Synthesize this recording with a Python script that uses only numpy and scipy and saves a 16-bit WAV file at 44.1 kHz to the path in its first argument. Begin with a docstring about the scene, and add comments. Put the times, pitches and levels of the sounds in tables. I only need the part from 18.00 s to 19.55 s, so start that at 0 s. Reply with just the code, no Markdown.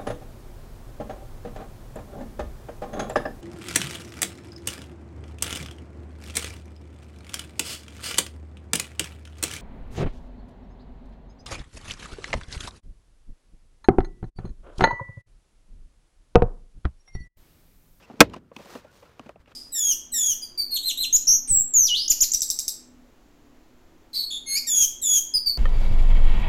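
"""A push-pin clip snaps loose as a plastic trim panel is pried off by hand in a vehicle cab, close-miked.
The snap is a crack of resonant noise, ringing panel modes, a deep push of air and a shaking cab; it overloads.
The panel chatters and fingers knock on it: short scuffs of resonant noise that die away as thuds and clicks.
Strained plastic squeaks in gliding harmonics, and hands and sleeves slide as strokes of grainy noise.
A hand leans on the panel with one deep decaying sine, over the low noise of the quiet cab."""
import sys
import numpy as np
from scipy import signal
from scipy.fft import rfft, irfft
from scipy.io import wavfile
from scipy.ndimage import uniform_filter1d

SR = 44100
rng = np.random.default_rng(int(sys.argv[2]) if len(sys.argv) > 2 else 0)


def generate_wav(signal):
    """Clip the signal to [-1, 1] and save it as 16-bit WAV at the path in sys.argv[1]."""
    frames = np.transpose(np.atleast_2d(signal))
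    scaled = np.clip(frames, -1, 1) * 32767
    pcm = np.round(scaled).astype(np.int16)
    wavfile.write(sys.argv[1], SR, pcm)


N = 68355  # length in samples

# quiet cab noise, relative spectrum: pitch_hz [Hz], density_db [dB per Hz]
FLOOR_SPECTRUM = [(25, -9), (60, 1), (200, -6), (400, -15), (800, -22), (1350, -18), (2000, -28),
                  (4000, -35), (15000, -45.5)]
# hand and sleeve strokes: start_s [s], peak_s [s], end_s [s], rub_db [dB before grain], hiss_db [dB before grain]
SLIDE_STROKES = [(-.1, 0.038, 0.073, -57, -66), (0.027, 0.097, 0.28, -58, -72),
                 (0.257, 0.367, 0.4, -53.5, -76.5), (0.505, 0.624, 0.78, -53.5, -60),
                 (0.656, 0.744, .83, -47.5, -55), (.72, .83, 0.99, -60.5, -72.5),
                 (0.882, 0.97, 1.08, -60, -63), (0.998, 1.067, 1.288, -60, -71),
                 (1.143, 1.276, 1.365, -59, -74.5), (1.384, 1.408, 1.44, -63.5, -75),
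                 (1.44, 1.52, 1.54, -58.5, -73)]
# rubbing on plastic, relative spectrum before softening: pitch_hz [Hz], density_db [dB per Hz]
RUB_SPECTRUM = [(59, -42.5), (100, -12.5), (558, -1), (674, -9.5), (904, -5), (1560, -9), (2320, -10.5),
                (2750, -12), (5480, -16), (15000, -31.5)]
# hiss of the strokes, relative spectrum: pitch_hz [Hz], density_db [dB per Hz]
HISS_SPECTRUM = [(1500, -11.5), (3500, 1.5), (6000, 0.5), (8500, -5.5), (11000, -8), (15000, -7)]
# squeaks of strained plastic and fingertips:
# start_s [s], length_s [s], pitch_hz [Hz, before glide and waver], level_db [dB], overtone_db [dB per overtone]
SQUEAK_EVENTS = [(.02, 0.04, 2645, -57, -9), (0.86, 0.06, 1430, -59, -18), (1.047, 0.034, 1334, -59, -9.5)]
# knocks and chatters of the panel: start_s [s], contact_s [s], thud_db [dB before body band],
# knock_db [dB before body band], knock_hz [Hz], click_db [dB], tick_db [dB]
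KNOCK_EVENTS = [(0.099, 0.0013, -41.5, -40, 780, -64, -94), (0.106, 0.0013, -42.5, -43.5, 696, -63.5, -76),
                (0.136, 0.0026, -40, -57, 650, -80, -81), (0.167, 0.025, -55, -56.5, 509, -85, -73),
                (.194, 0.012, -36.5, -54, 600, -54.5, -63), (.298, 0.0013, -53.5, -91, 892, -52, -56),
                (.335, .010, -46, -37, 980, -47.5, -53.5), (.362, 0.0053, -40.5, -42.5, 578, -53, -61),
                (0.5157, .002, -52.5, -42, 503, -63, -81.5), (.564, 0.0029, -39.5, -43, 850, -38, -48),
                (0.592, 0.017, -49, -47.5, 603, -61, -77), (0.657, 0.00099, -49.5, -44.5, 633, -56.5, -50),
                (0.7522, 0.0016, -33.5, -31, 460, -47, -51), (0.846, 0.0067, -56, -47, 557, -65.5, -78),
                (1.024, 0.012, -59, -50, 558, -65.5, -73.5), (1.1944, 0.0012, -37, -37, 1060, -42.5, -49.5),
                (1.26, 0.0085, -45, -49.5, 494, -60, -69.5), (1.292, 0.0013, -50, -34.5, 574, -47.5, -56),
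                (1.358, 0.0027, -53.5, -48, 594, -60.5, -89), (1.459, .001, -80, -59.5, 1714, -58, -76),
                (1.474, 0.0083, -61, -56, 521, -62, -79), (1.516, 0.0069, -68, -57, 1343, -58.5, -73)]
# crack of the pin and its tail in the cab, levels before CRACK_DB:
# pitch_hz [Hz], crack_db [dB], crack_t60_s [s], tail_db [dB], tail_t60_s [s]
CRACK_BANDS = [(62.5, -23, 0.022, -45.5, 0.17), (216, -16.5, 0.039, -45.5, 0.68),
               (638.8, -9.5, 0.026, -43, 0.13), (1560, -6, 0.04, -42, 0.12), (3020, -5, 0.02, -41.5, 0.15),
               (6100, -8.5, .031, -42.5, 0.051), (14000, -25, 0.021, -47.5, .075)]
# ringing panel modes: pitch_hz [Hz], level_db [dB before RING_DB]
PANEL_MODES = [(120, -26.5), (226, -9), (297, -3.5), (472, -1.5), (560, -7.5), (655, -3), (875, -9.5),
               (1012, -6.5), (1090, -6.5), (1303, -3), (1697, -11), (1980, -7), (2160, -3), (2510, -1.5)]
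# cab body modes: pitch_hz [Hz], level_db [dB before SHAKE_DB], t60_s [s]
SHAKE_MODES = [(54, -10, 0.57), (72, -11.5, .4), (97.4, -2.5, .42)]

FLOOR_DB = -61.5
RUB_SOFT_HZ, GRAIN_DB, GRAIN_PER_S = 2500, 2, 490
SQUEAK_GLIDE, SQUEAK_WAVER, WAVER_PER_S = 0.06, 0.065, 1300  # glide and waver are shares of the pitch
BUMP_S, BUMP_HZ, BUMP_T60_S, BUMP_DB = 1.4, 56.4, 0.059, -43.5

THUD_HZ, THUD_WIDTH_HZ, THUD_T60_S = 230, 180, 0.062
CLICK_HZ, CLICK_WIDTH_HZ, CLICK_T60_S = 2600, 710, 0.013
TICK_HZ, TICK_WIDTH_HZ, TICK_T60_S = 5000, 3500, 0.0057
KNOCK_SHARE, KNOCK_CYCLES = 0.25, 22  # width as a share of the pitch; periods until a knock has died away
CLACK_HZ, CLACK_WIDTH_HZ, CLACK_DB = 850, 530, -6  # broad clack around each knock, dB relative to it
CAB_T60_S, CAB_DB = 0.16, -30  # slower tail under each contact
BODY_ATTACK_S, CLICK_ATTACK_S = 0.0011, 0.00023
BODY_LOW_HZ, BODY_HIGH_HZ = 111, 2350  # range in which a light contact moves the panel

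SNAP_S, RING_DB, CRACK_DB, SHAKE_DB = 0.2049, 6, 8, -28.5
RING_BUILD_S, CRACK_BUILD_S = 0.0017, 0.0002
PANEL_T60_S, PANEL_REF_HZ, PANEL_DAMPING = 0.062, 300, 0.3  # t60 at the reference pitch; exponent of its fall
PUSH_HZ, PUSH_T60_S, PUSH_DB = 46, 0.02, -4  # air shoved by the jumping panel
FULL_SCALE, TOP_HZ = 0.98, 15500  # clipping level; upper edge of the recorder


def undb(db):
    """Decibels to gain."""
    return 10 ** (np.asarray(db) / 20)


def unit(x):
    """Scale to rms 1."""
    return x / np.sqrt(np.mean(x ** 2))


def since(at):
    """Seconds since a moment, zero before it."""
    return np.maximum(np.arange(N) / SR - at, 0)


def fade(t, t60):
    """Exponential decay, falling 60 dB in t60 seconds."""
    return np.exp(-np.log(1000) * t / t60)


def rise(t, attack):
    """Exponential attack."""
    return 1 - np.exp(-t / attack)


def shaped(gain):
    """Noise of rms 1 with a gain for every frequency."""
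    freqs = np.arange(N // 2 + 1) * SR / N + 1e-3  # offset avoids zero
    spectrum = rfft(rng.standard_normal(N))
    return unit(irfft(spectrum * gain(freqs), N))


def coloured(points):
    """Noise with a spectrum of (Hz, dB) points, joined on a logarithmic pitch scale."""
    hz, db = np.array(points).T
    return shaped(lambda f: undb(np.interp(np.log(f), np.log(hz), db)))


def resonant(hz, width):
    """Noise in a steep resonance, its slow swells evened out so that each blow keeps its strength."""
    x = shaped(lambda f: 1 / (1 + ((f * f - hz * hz) / (f * width)) ** 2))
    power = np.abs(signal.hilbert(x)) ** 2
    swells = uniform_filter1d(power, size=int(SR / width) + 1)
    return unit(x / np.sqrt(swells))


def modes(table, t):
    """Decaying sines, each slightly off its pitch."""
    out = 0
    for hz, db, t60 in table:
        detuned_hz = hz * (1 + 0.002 * rng.standard_normal())
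        out = out + undb(db) * fade(t, t60) * np.sin(2 * np.pi * detuned_hz * t)
    return out


def wobble(rate):
    """Random values, rate per second, joined by lines and spread near 1."""
    return np.interp(np.arange(N) * rate / SR, np.arange(N), rng.standard_normal(N))


def quiet_cab():
    """Steady low-heavy noise of the cab."""
    return undb(FLOOR_DB) * coloured(FLOOR_SPECTRUM)


def slides():
    """Skin and cloth rub over the grained plastic in strokes that swell and fade."""
    t, out = np.arange(N) / SR, 0
    soften = signal.butter(1, RUB_SOFT_HZ, fs=SR, output="sos")
    rub = unit(signal.sosfilt(soften, coloured(RUB_SPECTRUM)))
    hiss = coloured(HISS_SPECTRUM)
    for start, peak, end, rub_db, hiss_db in SLIDE_STROKES:
        ramp = np.interp(t, [start, peak, end], [0, 1, 0])
        stroke = np.sin(np.pi / 2 * ramp) ** 2
        out = out + stroke * (undb(rub_db) * rub + undb(hiss_db) * hiss)
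    grain = undb(GRAIN_DB * wobble(GRAIN_PER_S))
    return out * grain


def bump():
    """A hand leans on the panel: a soft, deep bump as the grip settles."""
    return modes([(BUMP_HZ, BUMP_DB, BUMP_T60_S)], since(BUMP_S))


def squeaks():
    """Plastic sticks and slips at a high, unsteady rate that rises a little."""
    out = 0
    for start, length, hz, db, overtone_db in SQUEAK_EVENTS:
        progress = np.minimum(since(start) / length, 1)
        swell = np.sqrt(4 * progress * (1 - progress))
        bend = SQUEAK_GLIDE * (progress - 0.5) + SQUEAK_WAVER * wobble(WAVER_PER_S)
        phase = 2 * np.pi * np.cumsum(hz * (1 + bend)) / SR
        harmonics = sum(undb(overtone_db * k) * np.sin((k + 1) * phase) for k in range(5))
        out = out + undb(db) * swell * harmonics
    return out


def knocks():
    """Each contact scuffs briefly, then dies away as a dull thud and hollow knock under a quicker, bright click."""
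    body, bright = np.zeros(N), np.zeros(N)
    thud, clack = resonant(THUD_HZ, THUD_WIDTH_HZ), resonant(CLACK_HZ, CLACK_WIDTH_HZ)
    click, tick = resonant(CLICK_HZ, CLICK_WIDTH_HZ), resonant(TICK_HZ, TICK_WIDTH_HZ)
    for start, contact, thud_db, knock_db, hz, click_db, tick_db in KNOCK_EVENTS:
        t, after = since(start), since(start + contact)
        cab_tail = undb(CAB_DB) * fade(after, CAB_T60_S)
        knock = resonant(hz, KNOCK_SHARE * hz) + undb(CLACK_DB) * clack
        # full strength lasts while the contact lasts
        low = undb(thud_db) * thud * (fade(after, THUD_T60_S) + cab_tail)
        low = low + undb(knock_db) * knock * (fade(after, KNOCK_CYCLES / hz) + cab_tail)
        high = undb(click_db) * click * (fade(after, CLICK_T60_S) + cab_tail)
        high = high + undb(tick_db) * tick * (fade(after, TICK_T60_S) + cab_tail)
        body += rise(t, BODY_ATTACK_S) * low
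        bright += rise(t, CLICK_ATTACK_S) * high
    body_band = signal.butter(2, [BODY_LOW_HZ, BODY_HIGH_HZ], "band", fs=SR, output="sos")
    return bright + signal.sosfilt(body_band, body)


def pin_crack(t):
    """The pin cracks out of its hole: bands of resonant noise, each with a short tail in the cab."""
    columns = np.array(CRACK_BANDS).T
    crack = 0
    for hz in np.geomspace(60, 14000, 13):
        db, t60, tail_db, tail_t60 = (np.interp(np.log(hz), np.log(columns[0]), col) for col in columns[1:])
        decay = undb(db) * fade(t, t60) + undb(tail_db) * fade(t, tail_t60)
        crack = crack + resonant(hz, hz / 2) * decay
    return undb(CRACK_DB) * crack * rise(t, CRACK_BUILD_S)


def panel_ring(t):
    """The freed panel rings in its modes; the higher ones die sooner."""
    damped = [(hz, db, PANEL_T60_S * (PANEL_REF_HZ / hz) ** PANEL_DAMPING) for hz, db in PANEL_MODES]
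    return undb(RING_DB) * modes(damped, t) * rise(t, RING_BUILD_S)


def snap():
    """The pin cracks out, the panel jumps and rings, and the cab body shakes."""
    t = since(SNAP_S)
    push = modes([(PUSH_HZ, PUSH_DB, PUSH_T60_S)], t)
    shake = undb(SHAKE_DB) * modes(SHAKE_MODES, t)
    return pin_crack(t) + panel_ring(t) - push + shake


def scene():
    """All the sounds over the quiet cab."""
    return (quiet_cab() + slides() + bump() + squeaks() + knocks() + snap())[None]


def record(dry):
    """The recorder clips the peaks flat, then cuts the top."""
    clipped = np.clip(dry, -FULL_SCALE, FULL_SCALE)
    top_cut = signal.ellip(8, 0.2, 60, TOP_HZ, fs=SR, output="sos")  # 0.2 dB ripple, 60 dB rejection
    return signal.sosfilt(top_cut, clipped)


dry = scene()
out = record(dry)
generate_wav(out)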